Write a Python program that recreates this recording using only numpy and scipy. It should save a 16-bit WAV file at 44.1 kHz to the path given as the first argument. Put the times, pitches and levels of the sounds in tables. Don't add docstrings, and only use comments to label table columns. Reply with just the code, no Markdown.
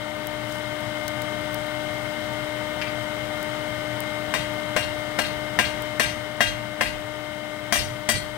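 import sys
import numpy as np
from scipy import signal
from scipy.fft import rfft, irfft
from scipy.io import wavfile
from scipy.ndimage import map_coordinates

SR = 44100
rng = np.random.default_rng(int(sys.argv[2]) if len(sys.argv) > 2 else 0)


def dump_mix(stems):
    frames = np.atleast_2d(stems).T
    limited = np.clip(frames, -1, 1)
    pcm = np.round(limited * 32767).astype(np.int16)
    wavfile.write(sys.argv[1], SR, pcm)


N = 369114
TIME = np.arange(N) / SR

# start_s, force_db, ring_db, spot_hz (the pitch the struck spot favours)
HAMMER_BLOWS = [(4.3390, -4, -1.5, 3820), (4.7641, -1, -5.5, 2800), (5.1878, -1, -5, 4264),
                (5.5888, 2, -5.5, 2680), (5.9967, 0, 0.5, 4264), (6.4062, 1, -3, 3243),
                (6.8094, -0.5, -4.5, 5100), (7.7242, -0.5, -1, 6200), (7.7570, -10.5, 6, 2780),
                (8.0889, -1.5, 1.5, 8102)]
# pitch_hz, bar_on_edge_db, bar_flat_db
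ANVIL_MODES = [(1606, -5, -8), (1955, -10, -3), (1980, -4, -5), (2350, -5, -6), (2514, -10, -18),
               (2547, -9, -17), (2781, -3, -8), (2816, -1, -14), (3241, -9, -2), (3644, -13, -16),
               (3726, -10, -14), (3757, -13, -14), (4271, -8, -16), (4639, -25, -15), (4810, -16, -12),
               (4874, -18, -13), (5420, -17, -12), (5547, -7, -26), (5700, -23, -14), (6032, -20, -11),
               (6215, -11, -15), (6690, -19, -13), (7430, -20, -15), (7637, -12, -26), (8100, -16, -7),
               (8202, -13, -20), (8850, -17, -14), (9181, -17, -26), (9615, -17, -13), (12260, -19, -20)]
# pitch_hz, level_db
CLANG_CONTOUR = [(1000, -13), (2000, -3), (2800, -3.5), (4200, -5), (7000, -7.5), (8300, 3), (10500, -4.5),
                 (12300, -4), (16000, -12)]
# frequency_hz, density_db
SMACK_SPECTRUM = [(60, -10), (220, -3), (400, -3), (680, 4.5), (900, -12), (1300, -5), (1900, 2),
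                  (2800, -7), (5000, -13.5), (9000, -26.5), (16000, -32)]
# pitch_hz, level_db, t60_s
STAND_MODES = [(226, -9, 0.16), (435, -10.5, 0.047), (617, 0, 0.05), (707.5, -2.5, 0.09), (828, -8, 0.08),
               (1027, -1.5, 0.059), (1145, -6.5, 0.062), (1422, -19, 0.085), (1600, -3, 0.02),
               (1830, 1.5, 0.045), (2072, 1.5, 0.035)]
# start_s, level_db
BAR_TOUCHES = [(2.815, -17), (2.82, -14.5)]
# frequency_hz, density_db
TAP_SPECTRUM = [(800, -24), (2000, 5), (2900, 9), (4000, -10), (5200, -1.5), (8000, -32), (16000, -37)]
# delay_s, level_db, centre_hz, width_hz
WALL_ECHOES = [(.0095, -7, 1210, 2500), (0.0204, -11, 4070, 6000), (0.047, -6, 2710, 700),
               (.0600, -0.5, 4270, 603), (.0700, -13, 7060, 3000)]
# frequency_hz, density_db
SWAY_SPECTRUM = [(25, -42), (50, 6), (70, -6), (105, 4), (170, -10), (300, -19), (1000, -57), (4000, -86)
                 ]
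# frequency_hz, density_db
KNOCK_SPECTRUM = [(25, -35), (70, -20), (200, 23), (600, 18), (1500, -51), (5000, -40), (16000, -60)]
# start_s, level_db, snap_db
LOUD_SPARKS = [(0.271, -8.5, -20), (1.0805, -17, -0.5), (1.2192, -14.5, -9), (1.5445, -7, -18),
               (3.429, -13, -20), (4.005, -5, -28), (5.822, -13, -16)]
# frequency_hz, density_db
SNAP_SPECTRUM = [(500, -18), (2800, -10), (4300, 6), (6500, -1), (16000, -2)]
# time_s, level_db
BLOWER_RIDE = [(0, -1), (1.0, 0.8), (4.0, 1), (5.8, 0.2), (6.4, -2), (8.37, -3)]
# shaft_harmonic, level_db
FAN_HARMONICS = [(1, -36.5), (2, -31), (3, -45.5), (4, -45), (5, -45.5), (6, -44.5), (7, -38.5)]
# frequency_hz, density_db
AIR_SPECTRUM = [(20, -24), (45, -13), (115, -6), (252, -13.5), (355, -13.5), (526, -12.5), (666, -11.5),
                (1500, -15), (1720, -17), (2120, -15.5), (2480, -21.5), (3060, -22), (7300, -31.5),
                (15000, -34.5)]
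# centre_hz, width_hz, boost_db
DUCT_RESONANCES = [(125, 44, 3.5), (185, 4.5, 5.5), (219.6, 54, 8.5), (416, 35, 4), (730, 90, 5.5),
                   (918, 15, 11.5), (1220, 150, 3.5), (1425, 63, 6), (1538, 75, 6), (1920, 73, 7),
                   (2140, 177, 8.5), (3077, 490, 11), (3810, 630, 7), (5070, 410, 4.5), (6400, 130, 3.5),
                   (8450, 990, 6.5)]
# frequency_hz, density_db
BAG_SPECTRUM = [(200, -8), (1000, -13), (4500, 1), (8000, -2), (16000, -7)]
# frequency_hz, gain_db
RIGHT_SHADE = [(40, -11), (150, -17), (600, -15.5), (1100, -11), (1700, -7.5), (2400, -18), (3500, -10),
               (5000, -15), (6600, -12.5), (8000, -27), (12000, -18), (16000, -18)]
# frequency_hz, correlation
STEREO_LIKENESS = [(40, 0.2), (200, 0.84), (700, 0.64), (2000, 0.46), (5000, 0.16), (16000, 0.32)]
# flatness, tilt_db_per_octave, shock_db
ON_EDGE, ON_FLAT = (.15, -1.8, -4.5), (1, 0.73, -1.5)

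TURN_S = 7.3
HIT_TIME = TIME[:SR * 3 // 5]


def hammer(body, crack_db=-9, crack_hz=1800, crack_t60=0.0065, smack_db=-17, smack_t60=0.076,
           slap_s=0.0021, slap_db=-18, slap_t60=0.1, slap_tilt_db=5.5,
           stand_db=-16, flat_stand_db=3.5, ring_db=-18):
    out, t = np.zeros((2, N)), HIT_TIME
    stand_hz, stand_mode_db, stand_t60 = np.transpose(STAND_MODES)
    stand_tones = modes(stand_hz, stand_t60)
    for start_s, force_db, tilt_db, own_ring_db, flat, spot_hz, _ in blows():
        crack = from_db(crack_db) * np.sin(2 * np.pi * crack_hz * t) * dying(t, crack_t60)
        smack = from_db(smack_db) * noise(SMACK_SPECTRUM, len(t), tilt_db) * dying(t, smack_t60)
        slap = from_db(slap_db) * noise(SMACK_SPECTRUM, len(t), tilt_db + slap_tilt_db)
        slap *= dying(t - slap_s, slap_t60)
        weight_db = flat * flat_stand_db * np.log2(700 / stand_hz)
        knock = strike(stand_tones, stand_db + stand_mode_db + weight_db, chance_db=1, spread_rad=0.82)
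        ring = anvil_ring(body, tilt_db, flat, spot_hz, spot_db=6, clang_db=-13)
        ring = from_db(ring_db + own_ring_db) * chattering(detuned(ring), flat)
        add(out, start_s, from_db(force_db) * yard(crack + smack + slap + knock + ring))
    return out


def blows(shock_per_force=0.6):
    for start_s, force_db, ring_db, spot_hz in HAMMER_BLOWS:
        flat, tilt_db, shock_db = ON_EDGE if start_s < TURN_S else ON_FLAT
        yield start_s, force_db, tilt_db, ring_db, flat, spot_hz, shock_db + shock_per_force * force_db


def steel(ring_t60=0.37, clang_t60=0.32, damping=0.067, clang_count=75):
    ring_hz = np.array(ANVIL_MODES, float)[:, 0]
    clang_hz = np.linspace(1100 ** .5, 15700 ** .5, clang_count) ** 2
    clang_hz *= rng.uniform(.985, 1.015, clang_count)
    return [(hz, modes(hz, t60 * (hz / 3000) ** -damping))
            for hz, t60 in ((ring_hz, ring_t60), (clang_hz, clang_t60))]


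def anvil_ring(body, tilt_db, flat, spot_hz, spot_db, clang_db, spot_width=0.05):
    (hz, tones), (clang_hz, clang_tones) = body
    _, edge_db, flat_db = np.transpose(ANVIL_MODES)
    spot_lift_db = spot_db * np.exp(-(np.log(hz / spot_hz) / spot_width) ** 2)
    mode_db = edge_db + flat * (flat_db - edge_db) + spot_lift_db + tilt_db * np.log2(hz / 2000)
    clang_mode_db = clang_db + at_hz(CLANG_CONTOUR, clang_hz) + tilt_db * np.log2(clang_hz / 2000)
    return strike(tones, mode_db, chance_db=-0.5) + strike(clang_tones, clang_mode_db, chance_db=2.5)


def detuned(ring, max_detune=0.002):
    positions = np.arange(ring.shape[1]) * (1 + rng.uniform(-max_detune, max_detune))
    return np.array([map_coordinates(side, [positions], order=3) for side in ring])


def chattering(ring, flat, chatter_hz=70, depth_db=2.5, flat_t60=0.98):
    t = HIT_TIME
    spectrum = rfft(rng.standard_normal(ring.shape)) / (1 + (bins(len(t)) / chatter_hz) ** 2)
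    shake = rms_one(irfft(spectrum, len(t)))
    return ring * from_db(depth_db * np.tanh(shake)) * dying(t, flat_t60) ** flat


def bar_touches(body, ring_db=-19, tap_db=-7, tap_t60=0.05, resting_t60=0.83):
    out, t = np.zeros((2, N)), HIT_TIME
    for start_s, level_db in BAR_TOUCHES:
        ring = anvil_ring(body, tilt_db=-6, flat=.4, spot_hz=2350, spot_db=9, clang_db=-12)
        ring *= from_db(ring_db) * dying(t, resting_t60)
        tap = from_db(tap_db) * noise(TAP_SPECTRUM, len(t)) * dying(t, tap_t60)
        add(out, start_s, from_db(level_db) * yard(ring + tap))
    return out


def yard(dry, tail_db=-15, tail_t60=0.8):
    t = TIME[:SR // 3]

    def scatter(delay_s, t60):
        return rms_one(rng.standard_normal((2, len(t))) * dying(t - delay_s, t60)) / np.sqrt(len(t))

    response = from_db(tail_db) * scatter(.01, tail_t60)
    for delay_s, level_db, centre_hz, width_hz in WALL_ECHOES:
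        band = signal.iirpeak(centre_hz, max(centre_hz / width_hz, .5), fs=SR)
        blur = scatter(delay_s, t60=delay_s)
        response += from_db(level_db) * signal.lfilter(*band, blur)
    return dry + signal.fftconvolve(dry, response, axes=1)[:, :dry.shape[1]]


def ground_shock(travel_s=0.027, rise_s=0.037, sway_t60=0.67, sway_db=-24,
                 knock_s=0.077, knock_db=-26, knock_t60=0.048, left_db=-12):
    out, t = np.zeros((2, N)), HIT_TIME
    swell = np.clip((t - travel_s) / rise_s, 0, 1) * dying(t - travel_s, sway_t60)
    for start_s, *_, shock_db in blows():
        sway = from_db(sway_db) * noise(SWAY_SPECTRUM, len(t)) * swell
        knock = noise(KNOCK_SPECTRUM, len(t)) * dying(t - knock_s, knock_t60)
        knock *= from_db(knock_db + shock_db)
        add(out, start_s, from_db(shock_db) * (sway + knock))
    return out * from_db([[left_db], [0]])


def sparks(tick_hz=13000, tick_t60=0.00056, tick_db=4, snap_db=-3, snap_t60=0.018,
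           faint_per_s=7, faint_db=-32, spread_db=5.0, settle_db_per_s=1.5):
    out, t = np.zeros((2, N)), TIME[:SR // 30]
    tick = from_db(tick_db) * np.sin(2 * np.pi * tick_hz * t) * dying(t, tick_t60)
    candidates = rng.random((200, 3)) * [N / SR, 1, 1]
    odds = faint_per_s * N / SR / len(candidates)
    faint = [(start_s, faint_db - settle_db_per_s * start_s - spread_db * np.log(weakness + .05), -12)
             for start_s, weakness, draw in candidates if draw < odds]
    for start_s, level_db, own_snap_db in LOUD_SPARKS + faint:
        snap = from_db(snap_db + own_snap_db) * noise(SNAP_SPECTRUM, len(t)) * dying(t, snap_t60)
        add(out, start_s, from_db(level_db) * (tick + snap))
    return out


def blower(shaft_hz=302.45, waver_hz=0.1232, flutter_db=0.3, hum_hz=120, hum_db=-41, air_db=-30.5):
    turns = np.cumsum(shaft_hz + waver_hz * drift(rate_hz=1.39)) / SR
    whine = sum(from_db(db + flutter_db * drift(rate_hz=4.5)) * np.sin(2 * np.pi * harmonic * turns)
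                for harmonic, db in FAN_HARMONICS)
    hum = from_db(hum_db + 2.7 * drift(rate_hz=2.7)) * np.sin(2 * np.pi * hum_hz * TIME)
    air = from_db(air_db) * noise(AIR_SPECTRUM, N, peaks=DUCT_RESONANCES)
    ride = from_db(np.interp(TIME, *np.transpose(BLOWER_RIDE)))
    return ride * (np.sqrt(2) * (whine + hum) + air)


def charcoal_bag(peak_s=0.54, half_width_s=0.054, level_db=-43, crinkle_db=4):
    swell = np.exp(-((TIME - peak_s) / half_width_s) ** 2)
    return from_db(level_db + crinkle_db * drift(rate_hz=130)) * swell * noise(BAG_SPECTRUM, N)


def modes(hz, t60):
    return np.exp(2j * np.pi * hz[:, None] * HIT_TIME) * dying(HIT_TIME, t60[:, None])


def strike(tones, db, chance_db, spread_rad=1.5):
    luck, turn, skew = rng.standard_normal((3, len(tones)))
    weight = from_db(db + chance_db * np.clip(luck, -1.7, 1.7)) * np.exp(2j * np.pi * turn)
    return (np.array([weight, weight * np.exp(1j * spread_rad * skew)]) @ tones).imag


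def noise(spectrum, size, tilt_db=0, peaks=()):
    hz = bins(size)
    peaks_db = sum(db / (1 + (2 * (hz - centre) / width) ** 2) for centre, width, db in peaks)
    gain = rms_one(from_db(at_hz(spectrum, hz) + peaks_db)) * (hz > 15)
    gain *= from_db(tilt_db * np.log2(np.maximum(hz, 1000) / 2000))
    alike = at_hz(STEREO_LIKENESS, hz)
    left, other = rfft(rng.standard_normal((2, size)))
    right = alike * left + np.sqrt(1 - alike ** 2) * other
    return irfft(gain * np.array([left, right]), size)


def drift(rate_hz):
    return rms_one(irfft(rfft(rng.standard_normal(N)) / (1 + (bins(N) / rate_hz) ** 2), N))


def dying(t, t60):
    return (t >= 0) * from_db(-60 * np.maximum(t, 0) / t60)


def earlier(x, lead_s):
    return irfft(rfft(x) * np.exp(2j * np.pi * bins(N) * lead_s), N)


def add(out, start_s, sound):
    at = int(round(start_s * SR))
    part = sound[..., :max(N - at, 0)]
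    out[..., at:at + part.shape[-1]] += part


def at_hz(points, hz):
    points = np.array(points)
    return np.interp(np.log(hz + 1e-3), np.log(points[:, 0]), points[:, 1])


def bins(size):
    return np.arange(size // 2 + 1) * SR / size


def from_db(db):
    return 10 ** (np.asarray(db) / 20)


def rms_one(x):
    return x / np.sqrt(np.mean(x ** 2) + 1e-20)


def scene(anvil_right_db=2.0, anvil_lead_s=0.000045, forge_lead_s=0.00011):
    body = steel()
    anvil = hammer(body) + bar_touches(body)
    forge = blower() + sparks() + charcoal_bag()
    left = anvil[0] + forge[0]
    right = from_db(anvil_right_db) * earlier(anvil[1], anvil_lead_s) + earlier(forge[1], forge_lead_s)
    right = irfft(rfft(right) * from_db(at_hz(RIGHT_SHADE, bins(N))), N)
    return np.array([left, right]) + ground_shock()


def record(dry, cutoff_hz=15800):
    lowpass = signal.ellip(10, .2, 80, cutoff_hz, fs=SR, output="sos")
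    return signal.sosfilt(lowpass, np.tanh(dry))


dry = scene()
out = record(dry)
dump_mix(out)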